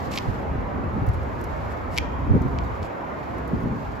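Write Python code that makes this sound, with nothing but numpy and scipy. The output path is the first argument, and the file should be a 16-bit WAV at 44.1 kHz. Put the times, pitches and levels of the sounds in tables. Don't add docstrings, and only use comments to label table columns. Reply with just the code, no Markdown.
import sys
import numpy as np
from scipy import signal
from scipy.fft import rfft, irfft
from scipy.io import wavfile
from scipy.ndimage import uniform_filter1d

SR = 44100
rng = np.random.default_rng(int(sys.argv[2]) if len(sys.argv) > 2 else 0)


def file_out(sig):
    cols = np.atleast_2d(sig).T
    lim = np.clip(cols, -1, 1)
    pcm = np.round(lim * 32767).astype(np.int16)
    wavfile.write(sys.argv[1], SR, pcm)


N = 176400
TIME = np.arange(N) / SR
RING_RISE_S = 0.00093


def amp(db):
    return 10 ** (np.asarray(db) / 20)


def unit(x):
    return x / np.sqrt(np.mean(x ** 2) + 1e-20)


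def read(points, hz):
    f, value = np.transpose(points)
    return np.interp(np.log(hz + 1), np.log(f + 1), value)


def curve(points):
    return np.interp(TIME, *np.transpose(points))


def pan(db):
    return amp(np.array([[.5], [-.5]]) * db)


def add(mix, start_s, sound):
    part = mix[:, max(round(start_s * SR), 0):][:, :sound.shape[-1]]
    part += sound[..., :part.shape[1]]


def pulse(spectrum, size=1024):
    log_gain = np.log(amp(read(spectrum, abs(np.fft.fftfreq(size, 1 / SR)))))
    click = np.fft.ifft(np.exp(np.conj(signal.hilbert(log_gain)))).real[:size // 2]
    return click / np.linalg.norm(click)


def colour(x, spectrum):
    return signal.oaconvolve(x, pulse(spectrum)[None], axes=1)[:, :x.shape[1]]


def noise(spectrum, likeness, balance):
    hz = np.fft.rfftfreq(N, 1 / SR)
    left, other = rfft(rng.standard_normal((2, N)))
    shared = np.clip(read(likeness, hz), -1, 1)
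    right = shared * left + np.sqrt(1 - shared ** 2) * other
    return unit(irfft(np.array([left, right]) * amp(read(spectrum, hz)) * pan(read(balance, hz)), N))


def waver(db, seconds):
    size = int(seconds * SR)
    drift = uniform_filter1d(uniform_filter1d(rng.standard_normal(N), size), size // 2)
    return amp(db * unit(drift))


def impulses(size, per_s, spread_db):
    hits = rng.random(size) < per_s / SR
    return hits * amp(spread_db * np.minimum(rng.exponential(1, size), 4))


def moving_air(x, depth_db=2, band_hz=60, patch_s=.12):
    frame, hop = 2048, 512
    bands = signal.stft(x, nperseg=frame, noverlap=frame - hop)[2]
    patches = rng.standard_normal(bands.shape[1:])
    patches = uniform_filter1d(patches, round(band_hz * frame / SR), axis=0)
    patches = uniform_filter1d(patches, round(patch_s * SR / hop), axis=1)
    bands *= amp(depth_db * unit(patches))
    return unit(signal.istft(bands, nperseg=frame, noverlap=frame - hop)[1][:, :N])


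def traffic():
    # frequency in Hz, relative density in dB.
    spectrum = [(25, -26), (65, -1.5), (250, -1.5), (400, -2), (700, -2), (950, -2), (1500, -10),
                (2200, -17.5), (3000, -29), (4500, -41), (7500, -48), (8600, -90.5), (9700, -92.5),
                (10600, -51), (13600, -51.5), (15000, -74.5)]
    # frequency in Hz, left-right correlation.
    likeness = [(60, 0.98), (250, 0.44), (500, 0.066), (900, -0.06), (1500, -0.29), (2500, 0.48),
                (5000, 0.41), (12000, 0.26)]
    # frequency in Hz, left minus right in dB.
    balance = [(100, -1), (500, -4.5), (1000, -0.5), (3000, -0.5), (12000, -4)]
    # time in seconds, relative level in dB.
    level = [(0, -36), (.3, -36), (1.0, -36.5), (1.6, -36), (2.2, -36.5), (2.7, -36), (3.2, -36),
             (3.5, -37.5), (4, -38)]
    return moving_air(noise(spectrum, likeness, balance)) * amp(curve(level) + 5)


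def hiss():
    # frequency in Hz, relative density in dB.
    spectrum = [(1000, -23), (2500, 11.5), (4500, 10.5), (6000, 4.5), (7300, 3.5), (8000, 0), (8700, -37),
                (9600, -32.5), (10600, -0.5), (13600, -0.5), (14600, -22), (16000, -42)]
    # time in seconds, level in dB.
    level = [(0, -53.5), (.2, -53), (.33, -54.5), (.45, -62), (.62, -65), (.9, -65), (1.08, -61.5),
             (1.3, -60.5), (1.55, -58.5), (1.73, -57.5), (1.85, -62.5), (2.1, -63), (2.5, -61), (2.65, -59),
             (3.05, -64), (3.25, -60), (3.7, -61), (3.85, -57.5), (4, -62)]
    treble = noise(spectrum, likeness=[(3000, 0.21), (12000, 0.14)], balance=[(3000, -1), (12000, 0)])
    return treble * amp(curve(level)) * waver(db=1.1, seconds=0.015)


def eddies(spectrum, likeness, balance_db, steady_s):
    turbulence = noise(spectrum, [(100, likeness)], [(100, balance_db)])
    size = int(steady_s * SR)
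    power = uniform_filter1d(uniform_filter1d((turbulence ** 2).mean(0), size), size)
    return turbulence / np.sqrt(power + 1e-9)


def wind():
    # frequency in Hz, relative density in dB.
    rumble_spectrum = [(15, -43.5), (30, -20.5), (45, 0.5), (67, 6), (90, 2), (130, -6), (220, -25.5),
                       (500, -52.5), (3000, -110)]
    flutter_spectrum = [(50, -37.5), (120, 2), (190, -1), (260, 1), (335, -11), (500, -14), (700, -42),
                        (2000, -55), (8000, -100)]
    # time in seconds, relative level in dB.
    rumble_level = [(0, -36.5), (.1, -38), (.2, -44), (.33, -31), (.6, -35), (.7, -35.5), (.92, -32.5),
                    (1.2, -31.5), (1.7, -34.5), (2.0, -34), (2.25, -29), (2.6, -26.5), (2.82, -33.5),
                    (2.95, -55), (3.15, -54), (3.42, -31), (3.69, -37.5), (3.82, -42.5), (3.92, -34.5),
                    (4, -43)]
    flutter_level = [(0, -35.5), (.3, -33.5), (.58, -34.5), (.68, -34), (.82, -29), (.9, -35.5), (1.0, -37),
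                     (1.15, -39.5), (2.1, -40), (2.27, -28.5), (2.5, -30), (2.8, -41.5), (3.1, -41.5),
                     (3.33, -37), (3.5, -33), (3.75, -28), (3.87, -39.5), (4, -37)]
    # start and length in seconds, rumble and flutter peaks in relative dB.
    buffets = [(0.27, 0.042, -20, -40), (0.498, 0.037, -30, -31), (0.549, 0.017, -29, -21.5),
               (0.562, 0.048, -28, -36), (0.938, 0.08, -31, -25), (1.013, 0.038, -17.5, -27),
               (1.075, 0.039, -16, -45), (2.287, 0.048, -16, -23.5), (2.327, 0.06, -19.5, -14.5),
               (2.402, 0.025, -21, -22), (2.449, 0.027, -24, -20.5), (3.519, 0.042, -40, -20.5),
               (3.626, 0.064, -25, -23), (3.709, 0.026, -25, -26)]
    rumble_gain, flutter_gain = amp(curve(rumble_level)), amp(curve(flutter_level))
    flutter_gain *= flutter_gain / np.hypot(flutter_gain, amp(-38.5))
    for start, length, rumble_db, flutter_db in buffets:
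        swell = np.sin(np.pi * np.clip((TIME - start) / length, 0, 1) ** 0.93)
        rumble_gain = np.hypot(rumble_gain, amp(rumble_db) * swell)
        flutter_gain = np.hypot(flutter_gain, amp(flutter_db) * swell)
    rumble = eddies(rumble_spectrum, likeness=0.71, balance_db=0, steady_s=0.034)
    lumps = waver(db=2.5, seconds=0.04)
    flutter = eddies(flutter_spectrum, likeness=0.65, balance_db=-0.5, steady_s=0.03)
    return amp(0.5) * rumble * rumble_gain * lumps + flutter * flutter_gain


def yard_echo(x, level_db=-19.5, t60=0.38, delay_s=0.0023):
    # frequency in Hz, relative gain in dB.
    spectrum = [(500, -6), (2200, -4.5), (2700, 4.5), (3300, 0.5), (4500, 0), (7000, 2.5), (8500, -15),
                (11500, -5), (14000, -5)]
    t = TIME[:SR]
    tail = colour(rng.standard_normal((2, SR)) * amp(-60 * t / t60) * (t > delay_s), spectrum)
    return amp(level_db) * signal.fftconvolve(x, tail / np.linalg.norm(tail[0]), axes=1)[:, :N]


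def fracture(t60, rise_s=.0013, crumble_db=-12.5, crumble_t60=0.041, cracks_per_s=2100):
    t = TIME[:SR // 10]
    decay = amp(-60 * t / t60) + amp(crumble_db - 60 * t / crumble_t60)
    envelope = (1 - np.exp(-t / rise_s)) * decay
    cracks = rng.random(len(t)) < cracks_per_s / SR
    strength = rng.standard_normal(len(t)) + .7 * rng.standard_normal((2, len(t)))
    burst = cracks * strength * envelope
    return burst / np.linalg.norm(burst[0])


def grit():
    # start in seconds, relative level in dB, time to fall 60 dB in seconds.
    ticks = [(.1145, -34, .008), (.1572, -33, .007), (1.0647, -40, .02), (1.0874, -38, .008),
             (1.2315, -42, .012), (1.4105, -37.5, .016), (1.44, -37, .016), (1.444, -45, .012),
             (1.9432, -40, .008), (2.418, -40, .014), (2.482, -46, .012), (2.828, -49, .025),
             (2.852, -46, .025), (3.3825, -42, .012), (3.475, -38.5, .013), (3.605, -48, .02),
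             (3.631, -47, .02)]
    # frequency in Hz, relative gain in dB.
    spectrum = [(1000, -31), (4000, -10.5), (5700, -1), (7500, -3), (9000, -11), (11000, 1), (13800, -3),
                (16000, -14.5)]
    out = np.zeros((2, N))
    for start, db, t60 in ticks:
        add(out, start, amp(db + 10) * fracture(t60))
    fine_ticks = amp(-56) * impulses(N, per_s=25, spread_db=2.5)
    out += signal.oaconvolve(fine_ticks[None], fracture(t60=.013), axes=1)[:, :N]
    return colour(out, spectrum)


def scrapes(fall_s=0.0079, treble_hz=9200):
    # start and length in seconds, level and extra treble in dB, rise in seconds.
    strokes = [(0.109, 0.045, -40.5, -3, .005), (0.145, 0.045, -41, 0, .008), (1.126, .03, -56, 5, .01),
               (1.698, 0.042, -56, 3, 0.012), (1.895, 0.073, -49, 3, .045), (1.957, 0.025, -44.5, 0, .006),
               (2.816, 0.06, -53, -1, .008)]
    # frequency in Hz, relative gain in dB.
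    spectrum = [(500, 7.5), (1500, -13.5), (1950, 8), (2250, 1.5), (2550, 6), (3300, 1), (3900, 1),
                (4450, 4), (5000, -0.5), (5330, 3.5), (6050, -8.5), (6650, 2.5), (7100, -3.5), (7850, 0),
                (9000, -25.5), (11000, -1.5), (13500, -11), (16000, -38)]
    t, out = TIME[:SR], np.zeros((2, N))
    highpass = signal.butter(4, treble_hz, "high", fs=SR)
    for start, length, db, treble_db, rise_s in strokes:
        grains = impulses(SR, per_s=9000, spread_db=1.5)
        rub = unit(grains * (rng.standard_normal(SR) + rng.standard_normal((2, SR))))
        rub += (amp(treble_db) - 1) * signal.filtfilt(*highpass, rub)
        envelope = np.clip(np.minimum(t / rise_s, (length - t) / fall_s), 0, 1)
        add(out, start, amp(db) * rub * envelope)
    return colour(out, spectrum) * pan(db=-0.5)


def free_end(partials=9, spread=.035):
    # frequency in Hz, relative level in dB, 60 dB decay in seconds.
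    modes = [(1896, -49, .85), (2390, -46, 0.92), (2770, -57.5, .6), (3120, -54, 1), (3320, -54.5, 0.97),
             (4300, -66, 0.41), (5100, -62, .6), (6360, -65, .6)]
    t, out = TIME[:SR], np.zeros((2, SR))
    for hz, db, t60 in modes:
        for offset, left_phase, right_phase in rng.random((partials, 3)):
            partial_hz = hz * (1 + spread * (2 * offset - 1))
            turns = partial_hz * t + np.array([[left_phase], [right_phase]])
            out += amp(db - 60 * t / t60) * np.sin(2 * np.pi * turns) / np.sqrt(partials)
    return amp(2) * out * (1 - np.exp(-t / RING_RISE_S))


def clamped_steel():
    # frequency in Hz, relative level in dB, 60 dB decay in seconds.
    modes = [(2290, -9.5, 0.0095), (2350, -24, 0.0025), (3170, -34, 0.017), (3375, -28.5, 0.014),
             (3800, -37, 0.011), (4610, -39, 0.018), (5650, -39, 0.014), (7200, -38, 0.014),
             (11360, -34, 0.011), (12000, -33, .007)]
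    t = TIME[:SR]
    ring = sum(amp(db - 60 * t / t60) * np.sin(2 * np.pi * hz * t) for hz, db, t60 in modes)
    return amp(10.5) * ring * (1 - np.exp(-t / RING_RISE_S)) * pan(db=2)


def slips():
    # start in seconds, crack and ring in relative dB, the crack's left minus right
    # in dB, low-pass cutoff in Hz.
    events = [(.1190, -22, -38, -5, 15000), (0.137, -19, -28, -2, 9000), (0.14, -17, -23, -2, 9000),
              (.1585, -19, -20, -2, 15000), (.1612, -17, -31, -6, 9000), (0.1761, -3.5, -27, -3, 5600),
              (0.179, -8, -17, -4, 4800), (0.1835, -15, -19, -2, 5500), (.1864, -10.5, -17, -9, 11500),
              (1.968, -19.5, -19, -12, 7500), (1.977, -3, -5.5, -3, 16900), (1.9841, -2, -1.5, -7.5, 11800),
              (2.5872, -17.5, -19, -7, 6800), (2.8298, -23.5, -29, -5, 7000)]
    # frequency in Hz, relative level in dB.
    spectrum = [(300, -32), (1500, -22.5), (2250, 7.5), (2780, 0.5), (3200, 1.5), (3550, 0), (3900, -1),
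                (5400, -2.5), (6700, -9.5), (7500, -10.5), (8600, -21), (9800, -18.5), (11400, -15),
                (13000, -20), (16000, -37.5)]
    out = np.zeros((2, N))
    crack = amp(2) * pulse(spectrum, size=2 * SR)
    ring = clamped_steel() + free_end()
    for start, crack_db, ring_db, pan_db, cutoff_hz in events:
        hit = amp(crack_db) * pan(pan_db) * crack + amp(ring_db) * ring
        contact = signal.butter(4, cutoff_hz, fs=SR)
        add(out, start, signal.lfilter(*contact, hit))
    return out


def scene():
    tool = slips() + scrapes() + grit()
    tool[0] = np.roll(tool[0], 1)
    return tool + yard_echo(tool) + traffic() + hiss() + wind()


def record(dry):
    notch_hz, width_hz, depth_db, limit_hz = 9140, 360, -13.5, 15800
    hz = np.fft.rfftfreq(N, 1 / SR)
    notch = amp(depth_db * np.exp(-((hz - notch_hz) / width_hz) ** 2))
    heard = irfft(rfft(dry) * notch, N)
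    lowpass = signal.firwin(511, limit_hz, window=("kaiser", 9), fs=SR)
    return signal.oaconvolve(heard, lowpass[None], "same")


dry = scene()
out = record(dry)
file_out(out)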